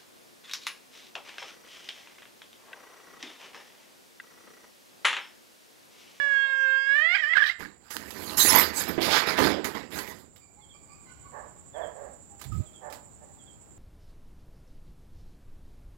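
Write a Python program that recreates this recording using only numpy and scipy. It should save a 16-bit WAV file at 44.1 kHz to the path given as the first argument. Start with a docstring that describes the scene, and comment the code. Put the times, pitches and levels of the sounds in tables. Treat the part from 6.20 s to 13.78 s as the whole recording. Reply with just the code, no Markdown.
"""A yard at night: two cats face off. One long yowl of vocal-fold harmonics rises and breaks into a screech.
Then they scuffle: grain noise drums and scrapes on a tin fence and rustles in leaves, while gliding tones
squeak as claws on the sheet. Filtered noise trills as insects, a night bird chirps in falling tones, and
dogs bark far off in hoarse harmonics. Only the right microphone is open; the left one gives a dull hiss."""
import sys
import numpy as np
from scipy import signal
from scipy.fft import rfft, irfft, next_fast_len
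from scipy.io import wavfile
from scipy.ndimage import uniform_filter1d, map_coordinates

SR = 44100
rng = np.random.default_rng(int(sys.argv[2]) if len(sys.argv) > 2 else 0)


def dump(signal):
    """Clip the signal to [-1, 1] and save it as 16-bit WAV at the path in sys.argv[1]."""
    limited = np.clip(np.atleast_2d(signal).T, -1, 1)
    pcm = np.round(limited * 32767).astype(np.int16)
    wavfile.write(sys.argv[1], SR, pcm)


N = 334260
T = np.arange(N) / SR
STRAIN_S = 0.88  # the cat's voice starts to strain here


def amp(db):
    """Gain of a level in dB."""
    return 10 ** (np.asarray(db) / 20)


def unit(x):
    """x at rms 1."""
    return x / np.sqrt(np.mean(x ** 2) + 1e-20)


def along(points, hz):
    """Read a (f/Hz, value) curve on a log frequency axis."""
    f, v = np.transpose(points)
    return np.interp(np.log(hz + 1), np.log(f + 1), v)


def curves(rows):
    """One value per sample for each column after the time."""
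    s, *cols = np.transpose(rows)
    return [np.interp(T, s, c) for c in cols]


def during(rows):
    """1 over the time span of a table, with soft edges."""
    inside = (T >= rows[0][0]) & (T <= rows[-1][0])
    return uniform_filter1d(1. * inside, size=400)


def wobble(rate):
    """A smooth random curve, rate knots a second."""
    coarse_s = np.arange(N // 8 + 2) * 8 / SR  # drawn on every eighth sample
    knots = rng.standard_normal(8192)
    return np.interp(T, coarse_s, map_coordinates(knots, [coarse_s * rate], mode="wrap"))


def swell(s, rise_s, hold_s, fall_db_per_s):
    """An envelope that rises from time s to 1, holds and dies away."""
    rise = np.clip((T - s) / max(rise_s, 1 / SR), 0, 1)
    return rise * amp(-fall_db_per_s * np.maximum(T - s - rise_s - hold_s, 0))


def coloured(x, spectrum):
    """x through a (f/Hz, level/dB) spectrum, at rms 1."""
    size = next_fast_len(N + 8192)
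    gain = amp(along(spectrum, np.fft.rfftfreq(size, 1 / SR)))
    return unit(irfft(rfft(x, size) * gain, size)[:N])


def noise(spectrum):
    """Steady noise of rms 1."""
    return coloured(rng.standard_normal(N), spectrum)


def grains(spectrum, rate, patchy_db):
    """Dense tiny contacts of uneven size; each patch of contact favours other frequencies."""
    hits = rng.standard_normal(N) * (rng.random(N) < rate / SR)
    z = signal.stft(hits, nperseg=512)[2]
    field = uniform_filter1d(rng.standard_normal(z.shape), size=6, axis=0)
    field = uniform_filter1d(field, size=6, axis=1)
    patchy = signal.istft(z * amp(patchy_db * unit(field)), nperseg=512)[1]
    return coloured(patchy[:N], spectrum)


def add(track, s, sound):
    """Mix a sound into a track at time s."""
    part = track[max(round(s * SR), 0):][:len(sound)]
    part += sound[:len(part)]


def bursts(rows, spectrum):
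    """Bursts of small contacts that start at once and die away, for (t/s, level/dB, t60/s) rows."""
    force, t = np.zeros(N), np.arange(SR // 3) / SR
    for s, db, t60 in rows:
        add(force, s, amp(db - 9 - 60 * t / t60))
    return force * grains(spectrum, rate=9900, patchy_db=2)


def whistles(rows, waver, waver_rate):
    """Short gliding tones of unsteady pitch, for (t/s, length/s, f/Hz, glide/octaves, level/dB rms) rows."""
    out, drift = np.zeros(N), waver * wobble(waver_rate)
    for s, length, hz, glide, db in rows:
        u = np.linspace(0, 1, int(length * SR))
        pitch = hz * 2 ** (glide * (u - .5)) * (1 + drift[int(s * SR):][:len(u)])
        tone = np.sin(2 * np.pi * np.cumsum(pitch) / SR)
        add(out, s, amp(db) * unit(np.sin(np.pi * u) * tone))
    return out


def cat(width_hz=170, jitter=.013, shake=0.042, flutter=0.93, rasp=0.72, half_db=-5, teeth_db=-9, thin_db=5):
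    """Fold harmonics pass the throat and a tuned mouth; under strain the folds shake and double their period."""
    # one long yowl that sags, climbs and ends in a screech: t/s, pitch/Hz, level/dB
    yowl_path = [(0.0, 569, -26), (0.018, 569.5, -27), (0.182, 546.5, -25.5), (0.392, 537.2, -28.5),
                 (0.494, 531.6, -26), (0.646, 542.9, -28.5), (0.742, 558.8, -23), (0.772, 593.7, -23),
                 (0.794, 595.7, -23), (0.936, 729.5, -26), (0.954, 819, -22.5), (0.966, 769, -30),
                 (0.984, 656.7, -30), (1.02, 621.6, -33), (1.04, 594, -24.5), (1.084, 607.8, -30.5),
                 (1.102, 647.3, -29), (1.128, 654.3, -26.5), (1.136, 704, -20), (1.144, 658, -24),
                 (1.154, 564.6, -28), (1.174, 536, -18.5), (1.2, 598, -26), (1.226, 547.5, -20.5),
                 (1.252, 620.3, -27.5), (1.27, 580.6, -28), (1.284, 593.4, -32.5), (1.3, 710, -25),
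                 (1.335, 689.1, -49.5)]
    # throat resonances: f/Hz, level/dB
    throat = [(300, -17.5), (560, -13), (1100, -11), (1650, -2.5), (2200, -7.5), (2750, -6), (3250, -3),
              (3800, -21.5), (4350, -20.5), (4950, -16), (5600, -30.5), (7500, -34), (10000, -45.5),
              (15000, -43.5)]
    mouth_harmonic, mouth_max_hz = 3, 1990  # the mouth follows this harmonic but cannot tune higher
    air_db = -33  # faint throat turbulence, relative to the voice, even when it is pure
    pitch, level_db = curves(yowl_path)
    mouth_hz = np.minimum(mouth_harmonic * pitch, mouth_max_hz)
    rough, lift_db = roughness(), brightness(pitch, level_db)
    drift = .0015 * wobble(25)
    pitch = pitch * (1 + drift + shake * np.sqrt(rough) * wobble(130) + jitter * rough * wobble(600))
    phase = 2 * np.pi * np.cumsum(pitch) / SR

    live = T < yowl_path[-1][0] + .1
    strained = T[live] > STRAIN_S
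    voice, power = np.zeros(N), np.full(N, 1e-12)
    for k in np.arange(1, 49) / 2:
        hz = k * pitch[live]
        # each harmonic swells and fades at random on its own
        flicker_db = min(.4 + .9 * abs(k - mouth_harmonic), 3.8) * wobble(10)[live]
        lift_share = along([(2200, 0.077), (3300, 0.28)], hz)
        colour_db = along(throat, hz) + lift_db[live] * lift_share + flicker_db
        colour_db = colour_db - thin_db * strained * (k <= 1)  # strain thins the fundamental and below
        gain = amp(colour_db) * (1 + 8 / (1 + ((hz - mouth_hz[live]) / width_hz) ** 2))
        if k % 1:
            # lines halfway between the harmonics
            gain = gain * amp(half_db) * np.sqrt(rough[live]) * strained
        fluttering = 1 + flutter * (rough ** 0.5 * wobble(220))[live]
        voice[live] += gain * np.sin(k * phase[live]) * fluttering
        power[live] += gain ** 2 / 2

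    # turbulent air rings the same throat once a cycle, and whistles past the teeth
    teeth = noise([(2400, -35.0), (3300, -6), (3900, 6.5), (4400, -14.0), (5100, -6), (6500, -26.5)])
    air = (0.47 * noise(throat) + amp(teeth_db + lift_db) * teeth) * (1 + np.cos(phase))
    # a noisy band at the mouth's own resonance
    air = air + unit(wobble(520) * np.sin(2 * np.pi * np.cumsum(mouth_hz) / SR))
    tremble = amp(3.5 * np.sqrt(rough) * wobble(70))
    mixed = voice / np.sqrt(power) + amp(air_db) * noise(throat) + rasp * rough * air
    return during(yowl_path) * amp(level_db) * tremble * mixed / np.sqrt(1 + rough ** 2)


def roughness():
    """Roughness of the folds, 0-1: pure at first, then strained, and harsh wherever the voice cracks."""
    # the voice cracks: t/s, length/s, added roughness/0-1
    cracks = [(0.742, 0.1, 0.05), (0.944, 0.068, 0.22), (1.125, .09, .35), (1.197, 0.19, 0.25)]
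    pure, strained = 0.003, 0.045
    rough = np.where(T < STRAIN_S, pure, strained)
    for s, length, harsh in cracks:
        rough = rough + harsh * np.sin(np.pi * np.clip((T - s) / length, 0, 1))
    return np.clip(rough, 0, 1)


def brightness(pitch, level_db):
    """Upper harmonics hold on as the voice fades, weaken as it climbs, and lift as the teeth are bared, in dB."""
    full_voice_db, dull_db_per_octave = -24, 17
    snarl_s, snarl_open_s, snarl_db = 1.19, .08, 10.5
    snarl = np.clip((T - snarl_s) / snarl_open_s, 0, 1)
    hold_db = np.minimum(full_voice_db - level_db, 6)
    return hold_db - dull_db_per_octave * np.log2(pitch / pitch.min()) + snarl_db * snarl


def grunt(count=5, uneven=0.35):
    """A short throaty grunt: a few slow, uneven fold pulses, each ringing the throat."""
    # throat resonances: f/Hz, width/Hz, level/dB
    grunt_throat = [(245, 15, 3.5), (1430, 170, -9), (1636, 98, 17), (2220, 240, 2.5)]
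    start_s, pulse_hz, peak_db = 1.41, 87, -30.5  # the peak is that of each pulse
    out, t = np.zeros(N), np.arange(SR // 20) / SR
    for k in range(count):
        ring = np.zeros(len(t))
        for hz, width, level in grunt_throat:
            tone = np.sin(2 * np.pi * hz * rng.normal(1, 0.091) * t)
            ring += amp(level) * np.exp(-np.pi * width * t) * tone
        pulse_s = start_s + (k + uneven * rng.standard_normal()) / pulse_hz
        add(out, pulse_s, amp(peak_db) * ring / np.abs(ring).max())
    return out


def scuffle():
    """At each lunge bodies drum on the tin and scrape along it while leaves are crushed."""
    # the cats lunge at each other: t/s, rise/s, hold/s, drumming/dB, scrape/dB, rustle/dB
    lunges = [(1.385, 0.016, 0.019, -49.5, -47.5, -54.5), (1.592, 0.11, .01, -115, -57, -67.5),
              (1.7, .008, 0.042, -60, -47.5, -45), (1.757, 0.0052, 0.24, -50.5, -50.5, -54.5),
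              (1.885, 0.21, .04, -42.5, -42.5, -45), (2.167, 0.018, 0.074, -44, -34, -22),
              (2.224, 0.097, 0.086, -34, -24, -27.5), (2.526, 0.056, .03, -42, -34.5, -33.5),
              (2.636, 0.059, .01, -35, -37.5, -46.5), (2.798, .025, 0.095, -37.5, -31.5, -39.5),
              (2.89, 0.055, 0.033, -38, -23, -36), (3.058, .02, .03, -38, -28, -41.5),
              (3.167, 0.023, .08, -29, -26.5, -38.5), (3.441, 0.0056, 0.0078, -39, -37, -37.5),
              (3.541, 0.0084, .02, -40.5, -40.5, -51.5), (3.699, 0.046, 0.068, -42.5, -40.5, -44.5),
              (3.865, 0.012, 0.011, -50, -47.5, -48.5), (3.93, .02, .06, -55.5, -62, -62)]
    # colours of the drumming tin, the scraped tin and the leaves: f/Hz, level/dB
    drum_colour = [(26, -38), (45, -21.5), (80, -0.5), (124, -8), (231, 3.5), (317, 1), (471, -3.5),
                   (676, -10), (800, -13.5), (1040, -43), (1760, -120)]
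    scrape_colour = [(260, -36.5), (450, -3.5), (764, -7), (832, -0.5), (1620, -1.5), (1970, 0.5),
                     (2710, -8), (4950, -8), (5950, -19.5), (6980, -20), (8500, -34.5), (11000, -43.5),
                     (18700, -120)]
    rustle_colour = [(2650, -23.5), (4500, -5.5), (5270, -5.5), (5640, -9), (6370, -2), (7260, -3),
                     (8410, -9.5), (9540, -5.5), (10200, -5.5), (11100, -0.5), (12000, 0.5), (15800, -13)]
    falls_db_per_s = 104, 161, 272  # the tin rings on, the leaves settle first
    power = np.zeros((3, N))
    for s, rise_s, hold_s, *levels_db in lunges:
        power += [(amp(db) * swell(s, rise_s, hold_s, fall)) ** 2 for db, fall in zip(levels_db, falls_db_per_s)]
    drumming, scraping, rustling = np.sqrt(power)
    drum = drumming * grains(drum_colour, rate=900, patchy_db=0.5)
    scrape = scraping * grains(scrape_colour, rate=3500, patchy_db=3.5)
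    rustle = rustling * grains(rustle_colour, rate=7700, patchy_db=4)
    return drum + scrape + rustle


def snaps():
    """Sudden bursts of contact grains: swipes and brushing leaves are bright, body blows are dull."""
    # sharp swipes, and later (from 6.195 s) leaves brushing the camera: t/s, level/dB, t60/s
    bright_hits = [(1.705, -30.5, 0.13), (1.767, -13, 0.0087), (1.906, -29, 0.061), (2.178, -24.5, 0.066),
                   (3.188, -22.5, 0.13), (3.444, -24.5, .12), (3.789, -23, 0.059), (4.16, -45.5, 0.14),
                   (6.195, -47.5, 0.4), (6.214, -32.5, 0.083), (6.24, -38, 0.09), (6.32, -50.5, 0.78),
                   (6.7, -46, .3), (6.725, -36, 0.14)]
    # bodies thud against the fence: t/s, level/dB, t60/s
    body_hits = [(2.249, -20, 0.15), (2.345, -23.5, .3), (2.778, -16, 0.34), (3.187, -17, 1)]
    bright = [(100, -11.0), (400, 1.5), (2000, 2.0), (5000, -1.0), (9000, -6.5), (12500, -4.0), (16000, -6.5)]
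    dull = [(40, -19.5), (100, -15.5), (300, 11.5), (1300, -9.5), (3000, -12.5), (9000, -51)]
    return bursts(bright_hits, bright) + bursts(body_hits, dull)


def spit():
    """A cat hisses in the struggle: air forced past bared teeth as grainy noise."""
    # hisses: t/s, rise/s, hold/s, level/dB
    hisses = [(2.81, 0.018, 0.035, -33.5), (2.89, 0.041, .025, -27.5)]
    fall_db_per_s = 293
    breath = sum(amp(db) * swell(s, rise_s, hold_s, fall_db_per_s) for s, rise_s, hold_s, db in hisses)
    teeth = [(1500, -25.5), (2800, -2.5), (3600, -1), (5200, -1.5), (6000, -12), (9000, -25.5)]
    return breath * grains(teeth, rate=6400, patchy_db=0)


def claws(scatter_hz=260):
    """Stick and slip on the sheet: a tone whose frequency jumps about from slip to slip."""
    # claws slip: t/s, length/s, f/Hz, glide/octaves, level/dB rms
    slips = [(2.18, 0.03, 7400, -0.03, -30.5), (2.191, .04, 4044, -0.028, -26),
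             (2.203, 0.023, 6350, 0, -29.5), (2.254, 0.07, 10380, -0.053, -26.5),
             (2.286, 0.025, 5350, -0.18, -29), (2.353, .014, 11760, 0.005, -19.5),
             (2.385, .01, 13100, .08, -17.5), (2.389, .03, 13200, 0, -26.5),
             (2.43, 0.021, 4770, -0.052, -37), (2.553, .06, 7480, -0.266, -37),
             (2.678, 0.027, 12860, 0.093, -39.5)]
    return sum(whistles([row], waver=scatter_hz / row[2], waver_rate=1600) for row in slips)


def ping():
    """One small clear ping: a short, slightly wavering tone."""
    # t/s, length/s, f/Hz, glide/octaves, level/dB rms
    ping_tone = [(6.318, 0.017, 1320, -0.037, -47.5)]
    return whistles(ping_tone, waver=0.037, waver_rate=110)


def buffet():
    """Air pushes ever harder on the microphone as it swings round, then lets go; pressure is speed squared."""
    # colour of the puff: f/Hz, level/dB
    puff_colour = [(15, -45), (30, -19), (50, -2.5), (136, 0), (221, -16.5), (339, -24.5), (500, -42),
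                   (650, -66), (1100, -120)]
    speed = swell(6.21, rise_s=0.163, hold_s=0.036, fall_db_per_s=500)
    return amp(-29) * speed ** 2 * noise(puff_colour)


def echo(x, stretch):
    """The yard's diffuse answer, a decaying noise tail; stretch lengthens it for far sources."""
    # decay of the yard at stretch 1: f/Hz, t60/s
    yard_decay = [(200, 0.41), (1500, 0.38), (6000, 0.31), (14000, 0.23)]
    hz, t, z = signal.stft(rng.standard_normal(SR), SR, nperseg=256)
    t60 = stretch * along(yard_decay, hz)[:, None]
    tail = signal.istft(z * amp(-60 * t / t60), SR, nperseg=256)[1]
    return signal.fftconvolve(x, tail / np.linalg.norm(tail))[:N]


def dogs(arch=0.201, width_hz=180, wall_s=0.076, half_db=-5):
    """Each hoarse bark arches in pitch and doubles its period; a wall repeats it, distance adds a long echo."""
    # far barks: t/s, length/s, nominal pitch/Hz, throat resonance/Hz, level/dB
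    barks = [(0.01, 0.091, 282.3, 833, -56), (0.225, 0.11, 289.7, 990, -57.5),
             (5.115, 0.12, 284.3, 1075, -45.5), (5.534, 0.1406, 320.5, 654, -39),
             (5.72, 0.19, 270, 600, -48.5), (6.605, 0.13, 282.7, 850, -46),
             (7.004, 0.055, 283.7, 754, -57.5)]
    # colour of the bark: f/Hz, level/dB
    bark_colour = [(200, -46), (420, -1.5), (600, 0), (1100, -6.5), (1400, -13.5), (1750, -7),
                   (2300, -24.5), (4000, -41)]
    out = np.zeros(N)
    shake, air = .045 * wobble(160), .35 * noise(bark_colour)
    k = np.arange(2, 21)[:, None] / 2  # harmonics and the lines halfway between
    for s, length, pitch_hz, throat_hz, db in barks:
        u = np.linspace(0, 1, int(length * SR))
        here = slice(int(s * SR), int(s * SR) + len(u))
        pitch = pitch_hz * (1 + arch * (np.sin(np.pi * u) - .8) + shake[here])
        resonance = 1 + 2 / (1 + ((k * pitch - throat_hz) / width_hz) ** 2)
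        gain = amp(along(bark_colour, k * pitch) + half_db * (k % 1 > 0)) * resonance
        turns = k * np.cumsum(pitch) / SR + rng.random(k.shape)
        voice = unit(np.sum(gain * np.sin(2 * np.pi * turns), axis=0))
        add(out, s, amp(db) * unit(np.sin(np.pi * u) * (voice + air[here])))
    return .7 * out + .3 * np.roll(out, int(wall_s * SR)) + .55 * echo(out, stretch=1.4)


def yelps(fourth_db=-6):
    """Thin cries from other yards, blurred by distance, with octave overtones."""
    # t/s, length/s, f/Hz, glide/octaves, fundamental level/dB, overtones relative to it/dB
    cry_notes = [(4.197, 0.0655, 1163, 0.056, -73, 7), (4.36, 0.069, 830, 0.1, -61, -28),
                 (4.374, 0.08, 1077, 0.074, -70.5, 1.5), (4.53, 0.049, 1163, -0.023, -62.5, 0),
                 (4.673, 0.096, 1164, 0.116, -61.5, -1), (4.846, 0.0865, 1055, 0.069, -64.5, 0),
                 (4.86, 0.109, 1477, -0.084, -60, -8.5), (5.043, 0.046, 1115, -0.076, -50, -16),
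                 (6.096, 0.081, 812, -0.05, -59.5, -34), (6.374, 0.1, 610, 0.093, -56.5, -12),
                 (7.04, 0.17, 790, -0.14, -66.5, -26)]

    def partial(k, rows):
        """The cries at k times their pitch."""
        raised = [(s, length, k * hz, glide, db) for s, length, hz, glide, db in rows]
        return whistles(raised, waver=0.025 * np.sqrt(k), waver_rate=300)

    first = [row[:5] for row in cry_notes]
    upper = [(*row[:4], row[4] + row[5]) for row in cry_notes]
    cries = partial(1, first) + partial(2, upper) + amp(fourth_db) * partial(4, upper)
    return .5 * cries + 0.53 * echo(cries, stretch=3.3)


def bird(gap=.08, note_hz=3300, second_db=4):
    """Pairs of falling notes, the second one stronger, far away."""
    # pairs of notes: t/s, level of the first note/dB
    note_pairs = [(4.407, -61.5), (5.53, -55.5), (6.449, -63), (7.179, -63)]
    rows = [(s + k * gap, .06, note_hz, -.2, db + k * second_db) for s, db in note_pairs for k in range(2)]
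    notes = whistles(rows, waver=0.018, waver_rate=590)
    return 0.45 * notes + 0.28 * echo(notes, stretch=1.1)


def insects(depth_db=2, pulse_hz=10.7):
    """A chorus of bush crickets as a band of noise; the nearest one pulses and grows clearer."""
    # loudness of the chorus: t/s, level/dB
    chorus_level = [(1.3, -64.5), (4.1, -63), (4.8, -58.5), (6.2, -57), (7.58, -60)]
    # colour of the trill: f/Hz, level/dB
    trill_colour = [(5800, -29.5), (6550, -18), (6800, -8.5), (7200, 3.5), (7800, -1.5), (8080, -5.5),
                    (8280, -20.5), (9000, -17.5), (10000, -46), (12000, -64)]
    level_db, = curves(chorus_level)
    beat = np.sin(2 * np.pi * np.cumsum(pulse_hz * (1 + .025 * wobble(2))) / SR)
    near = np.interp(T, [4, 5.2], [.3, 1])
    chorus = noise(trill_colour) * amp(depth_db * near * beat)
    edge = noise([(7600, -55.5), (7950, 1), (8130, -4), (8350, -68.5)]) * np.maximum(beat, 0) ** 4
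    return amp(level_db) * (chorus + 0.96 * near * edge)


def scene():
    """Everything reaches the right microphone; the left carries only its own hiss."""
    # background levels: t/s, night air/dB, left hiss/dB
    floor_levels = [(0, -76.5, -72), (1.2, -74, -67), (2.2, -58.5, -59.5), (4.3, -65.5, -61),
                    (4.8, -61.5, -54)]
    # colours of the night air and the left hiss: f/Hz, level/dB
    night_colour = [(18, -32.5), (30, -19.5), (59, 2.5), (127, -2), (596, -11), (680, -10.5), (816, -9.5),
                    (1380, -20), (2040, -29), (6000, -29.5), (15000, -32)]
    hiss_colour = [(25, -13.5), (60, 3.5), (120, 1.5), (300, -4), (700, -14), (2000, -21.5), (4000, -31.5),
                   (7000, -42), (15000, -47.5)]
    night_db, hiss_db = curves(floor_levels)
    yowl = cat() + grunt()
    fight = scuffle() + snaps() + spit()
    squeaks = claws() + ping()
    to_yard = amp(-11) * yowl + amp(-10) * fight + amp(-4.0) * squeaks
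    near = yowl + fight + squeaks + echo(to_yard, stretch=.9)
    night_air = amp(night_db) * grains(night_colour, rate=31000, patchy_db=2.0)
    far = dogs() + yelps() + bird() + insects() + night_air
    left = amp(hiss_db) * noise(hiss_colour)
    right = amp(6.0) * (near + far + buffet())
    return np.array([left, right])


def record(dry):
    """Peaks are rounded off and nothing passes the band limit."""
    top_hz = 15900
    held = dry / (1 + (dry / .9) ** 8) ** (1 / 8)
    return irfft(rfft(held) * (np.fft.rfftfreq(N, 1 / SR) < top_hz), N)


dry = scene()
out = record(dry)
dump(out)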